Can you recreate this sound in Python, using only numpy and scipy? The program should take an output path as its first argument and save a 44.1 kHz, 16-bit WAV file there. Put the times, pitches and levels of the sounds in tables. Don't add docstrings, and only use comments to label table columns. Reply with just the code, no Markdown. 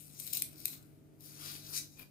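import sys
import numpy as np
from scipy import signal
from scipy.fft import rfft, irfft
from scipy.io import wavfile
from scipy.ndimage import uniform_filter1d

SR = 44100
rng = np.random.default_rng(int(sys.argv[2]) if len(sys.argv) > 2 else 0)


def dump_mix(stems):
    frames = np.atleast_2d(stems).T
    limited = np.clip(frames, -1, 1)
    pcm = np.round(limited * 32767).astype(np.int16)
    wavfile.write(sys.argv[1], SR, pcm)


N = 92610
TOP_HZ = 15500
SLICE_PER_S, SLICE_SPREAD_DB = 8700, 3

# frequency_hz, level_db
FLESH_COLOUR = [(100, -32.5), (400, -20), (1000, -21), (1700, -23), (2200, -11), (3200, -14.5),
                (5300, -7.5), (7000, -7), (9200, 0.5), (10700, -6), (13000, 1.5), (15500, -3)]
# centre_hz, width_hz, lift_db
BODY_RINGS = [(2430, 500, 3), (3970, 690, 12.5)]


def undb(db):
    return 10 ** (np.asarray(db) / 20)


def unit(x):
    return x / np.sqrt(np.mean(x ** 2))


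def curve(rows, axis=1):
    rows = np.array(rows)
    return undb(np.interp(np.arange(N) / SR, rows[:, 0], rows[:, axis]))


def pan(db):
    return undb(np.array([[0], [-db]]))


def walk(rate):
    hold = int(SR / rate)
    steps = np.repeat(rng.standard_normal(N // hold + 1), hold)
    smooth = uniform_filter1d(uniform_filter1d(steps, hold), hold)
    return 1.17 * smooth[:N]


def colour(x, points, rings=(), tilt_db=0):
    hz = np.maximum(np.arange(N + 1) * SR / (2 * N), 1)
    points = np.array(points)
    db = np.interp(np.log(hz), np.log(points[:, 0]), points[:, 1])
    db = db + tilt_db * np.log2(np.maximum(hz, 2000))
    for centre, width, lift in rings:
        db = db + lift / (1 + (2 * (hz - centre) / width) ** 2)
    gain = undb(db)
    cepstrum = irfft(np.log(gain / np.sqrt(np.mean(gain[hz < TOP_HZ] ** 2))))
    cepstrum[1:N] *= 2
    response = np.exp(rfft(cepstrum[:N], 2 * N))
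    return irfft(rfft(x, 2 * N) * response)[..., :N]


def bursts(per_s, spread_db):
    size = np.minimum(rng.exponential(size=N), 5.5)
    happens = rng.random(N) < per_s / SR
    return unit(happens * undb(spread_db * size) * rng.choice([-1, 1], N))


def shifting(x, depth_db, per_s):
    hz = np.arange(N // 2 + 1) * SR / N
    band = 2.5 * np.log2(np.maximum(hz, 700) / 700)
    spectrum, out = rfft(x), 0
    for k in range(13):
        part = irfft(spectrum * np.maximum(1 - abs(band - k), 0), N)
        out = out + part * undb(depth_db * walk(per_s))
    return out


def air():
    # frequency_hz, level_db
    air_colour = [(30, -23), (60, -0.5), (115, 7), (180, -0.5), (280, 4), (400, -7), (650, -10.5),
                  (1000, -23.5), (2000, -24.5), (5000, -32.5), (15000, -33.5)]
    # time_s, level_db
    air_level = [(0, -64), (.35, -59.5), (1.1, -63), (1.7, -61.5), (2.1, -65)]
    side_db, pan_db = -1.5, 0.5
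    mid, side = colour(rng.standard_normal((2, N)), air_colour)
    stereo = mid + undb(side_db) * side * np.array([[1], [-1]])
    return stereo * curve(air_level) * pan(pan_db)


def hum():
    # frequency_hz, level_db, left_minus_right_db
    lines = [(49.5, -86, 10.5), (99, -72.5, 9), (148.2, -61.5, 5.5), (199.2, -76, 2), (260, -75.5, -1.5),
             (300.3, -71.5, 0), (314.8, -70, -2.5), (395.5, -77, -9), (445.5, -85, -9), (641.5, -85, -11)]
    # time_s, level_db
    low_level = [(0, -1), (.75, -1.5), (1.1, -5), (1.5, 2), (1.78, 3), (1.95, -4)]
    # time_s, level_db
    motor_level = [(.18, -19), (.42, 0.5), (.9, 0), (1.82, 3), (1.92, -4.5)]
    motor_above_hz = 250
    drift, waver_db = .001, .7
    out = 0
    for hz, db, pan_db in lines:
        cycles = np.cumsum(hz * (1 + drift * walk(6))) / SR
        tone = np.sqrt(2) * np.sin(2 * np.pi * (cycles + rng.random()))
        level = curve(motor_level if hz > motor_above_hz else low_level)
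        gain = undb(db + pan_db / 2 + waver_db * walk(7.3))
        out = out + tone * level * gain * pan(pan_db)
    return out


def kitchen(x):
    room_db, build_s = -10, 0.0083
    t60_s, treble_t60_s = 0.26, 0.18
    t = np.arange(N // 3) / SR
    noise = rng.standard_normal((2, len(t)))
    low = signal.sosfilt(signal.butter(2, 6000, fs=SR, output="sos"), noise)
    high = signal.sosfilt(signal.butter(2, 6000, "high", fs=SR, output="sos"), noise)
    low_tail = low * np.exp(-np.log(1000) * t / t60_s)
    high_tail = high * np.exp(-np.log(1000) * t / treble_t60_s)
    tail = (low_tail - high_tail) * (1 - np.exp(-t / build_s))
    tail = unit(tail) / np.sqrt(len(t))
    return undb(room_db) * signal.fftconvolve(x[None], tail, axes=1)[:, :N]


def far_port(x):
    direct_db, scatter_db = -13, -14
    scatter_s, lag_s = .002, .0004
    t = np.arange(N // 200) / SR
    scatter = unit(rng.standard_normal(len(t)) * np.exp(-t / scatter_s)) / np.sqrt(len(t))
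    response = undb(scatter_db) * scatter
    response[0] += undb(direct_db)
    shaded = signal.fftconvolve(x, response)[:N]
    return np.interp(np.arange(N) - np.round(lag_s * SR), np.arange(N), shaded)


def rubbing():
    # time_s, level_db
    rub_level = [(0, -81.5), (.17, -69), (.29, -87), (.37, -72), (.75, -66.5), (1.02, -81.5), (1.2, -81),
                 (1.44, -55), (1.5, -61.5), (1.63, -66), (1.75, -58), (1.88, -81)]
    # frequency_hz, level_db
    rub_colour = [(500, -2.5), (900, -6), (1400, 6.5), (1750, -6.5), (2300, -2), (8000, -30)]
    return colour(bursts(SLICE_PER_S, SLICE_SPREAD_DB) * curve(rub_level), rub_colour)


def scraping():
    # time_s, level_db, half_length_s
    catches = [(1.974, -56, 0.0086), (1.995, -43, 0.0063), (2.01, -46.5, 0.0048), (2.026, -47, 0.0083)]
    # frequency_hz, level_db
    scrape_colour = [(300, 7), (1000, -0.5), (3500, -1), (7300, -7.5), (14000, 3.5)]
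    # centre_hz, width_hz, lift_db
    scrape_rings = [(2454, 170, 16), (4680, 560, 7), (11500, 440, 8.5)]
    t = np.arange(N) / SR
    envelope = sum(undb(db) * np.exp(-abs(t - at) / half) for at, db, half in catches)
    return colour(bursts(SLICE_PER_S, SLICE_SPREAD_DB) * envelope, scrape_colour, scrape_rings)


def dragging():
    # time_s, level_db, half_length_s, ring_hz
    surges = [(.735, -49.5, 0.016, 4150), (1.363, -56.5, 0.031, 4400), (1.419, -52.5, 0.013, 3550),
              (1.49, -45.5, 0.044, 4950), (1.561, -49.5, 0.024, 4700), (1.658, -57.5, 0.017, 3880)]
    # frequency_hz, level_db
    drag_colour = [(1000, -17.5), (3000, -4), (4500, -3.5), (7000, -19)]
    per_s, spread_db = 840, 3
    width_hz, lift_db = 800, 9.5
    t, out = np.arange(N) / SR, 0
    for at, db, half, hz in surges:
        grit = bursts(per_s, spread_db) * np.exp(-abs(t - at) / half)
        out = out + undb(db) * colour(grit, drag_colour, [(hz, width_hz, lift_db)])
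    return out


def slicing():
    # time_s, hiss_level_db, rasp_level_db
    stroke = [(1.18, -78, -82), (1.212, -57, -73), (1.245, -52, -58), (1.36, -52.5, -58), (1.46, -42, -51),
              (1.555, -44.5, -49), (1.62, -55.5, -55), (1.65, -49.5, -51), (1.71, -46, -50),
              (1.762, -40, -30.5), (1.785, -50.5, -33), (1.835, -51, -57), (1.87, -62, -66),
              (1.94, -82, -59.5), (2.1, -69, -75)]
    # frequency_hz, level_db
    hiss_colour = [(100, -9), (300, -6), (800, -6), (1700, -7), (2300, -6), (3000, -3), (4700, 2.5),
                   (7300, -3.5), (10000, 4.5), (13500, 5.5), (15500, 2.5)]
    # frequency_hz, level_db
    rasp_colour = [(500, -17.5), (1600, -22.5), (2300, -9.5), (3200, -20.5), (3900, -2), (5000, 2.5),
                   (7500, 2), (10500, -2), (13000, -1), (15500, -0.5)]
    # centre_hz, width_hz, lift_db
    peel_rings = [(2417, 1100, 6.5), (3810, 500, 7), (4900, 1200, -0.5), (6060, 380, 5.5)]
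    grip = undb(0.72 * walk(110))
    hiss_cells = bursts(SLICE_PER_S, SLICE_SPREAD_DB) * curve(stroke, axis=1)
    hiss = colour(hiss_cells * grip, hiss_colour)
    rasp_cells = bursts(SLICE_PER_S, SLICE_SPREAD_DB) * curve(stroke, axis=2)
    rasp = colour(rasp_cells * grip, rasp_colour, peel_rings)
    return shifting(hiss + rasp, depth_db=2.0, per_s=23)


def digging():
    # time_s, level_db
    dig_level = [(0, -48), (.09, -57.5), (.19, -46), (.32, -44.5), (.338, -32.5), (.375, -35.5),
                 (.395, -46), (.425, -59), (.49, -56), (.65, -51), (.73, -46), (.79, -63), (.9, -69),
                 (1.02, -84.5)]
    per_s, spread_db = 1500, -0.5
    catch = undb(1.35 * walk(250))
    rings = [(hz, width, lift / 2) for hz, width, lift in BODY_RINGS]
    tears = bursts(per_s, spread_db) * curve(dig_level) * catch
    return shifting(colour(tears, FLESH_COLOUR, rings), depth_db=3.5, per_s=33.3)


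def snaps():
    # time_s, level_db, decay_s, treble_tilt_db_per_octave
    breaks = [(0.1994, -27, 0.0022, 3), (0.267, -31.5, 0.002, 4), (0.2752, -30.5, 0.0024, 0),
              (0.33, -24, 0.0021, 2), (0.3339, -14.5, .001, 5), (0.35, -26.5, 0.0056, 1),
              (0.3704, -23, 0.0043, 0.5), (0.3996, -26, 0.00089, 4.5), (0.4215, -14.5, 0.001, 1.2),
              (0.4885, -38, 0.00092, 11), (0.6027, -32, .0009, 6), (0.6555, -16, 0.0012, 0.8),
              (0.68, -33.5, 0.0037, -2), (0.827, -50, .002, 1), (1.207, -44.5, .002, 2.5)]
    rise_s = 0.0001
    strain_db, strain_s = -19.5, 0.005
    knock_db, knock_growth = -6.5, 0.55
    knock_s, knock_rise_s = .0014, .0008
    t, out = np.arange(N) / SR, 0
    for at, db, decay, tilt in breaks:
        age, before = np.maximum(t - at, 0), np.maximum(at - t, 0)
        envelope = np.exp(-np.maximum(age - rise_s, 0) / decay - before / rise_s)
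        envelope = envelope + undb(strain_db) * np.exp(-abs(t - at) / strain_s)
        cells = envelope * rng.choice([-1, 1], N)
        crack = unit(colour(cells, FLESH_COLOUR, BODY_RINGS, tilt)) * np.sqrt(np.mean(envelope ** 2))
        tones = sum(np.sin(2 * np.pi * hz * age) for hz, _, _ in BODY_RINGS)
        knock = tones * np.exp(-age / knock_s) * (1 - np.exp(-age / knock_rise_s))
        knock_gain = undb(knock_db + knock_growth * db - 2 * tilt)
        out = out + undb(db) * (crack + knock_gain * knock)
    return out


def scene():
    knife = snaps() + digging() + slicing() + dragging() + scraping() + rubbing()
    ports = np.array([knife, far_port(knife)])
    return ports + kitchen(knife) + hum() + air()


def record(dry):
    return signal.sosfilt(signal.ellip(10, .2, 70, TOP_HZ, fs=SR, output="sos"), dry)


dry = scene()
out = record(dry)
dump_mix(out)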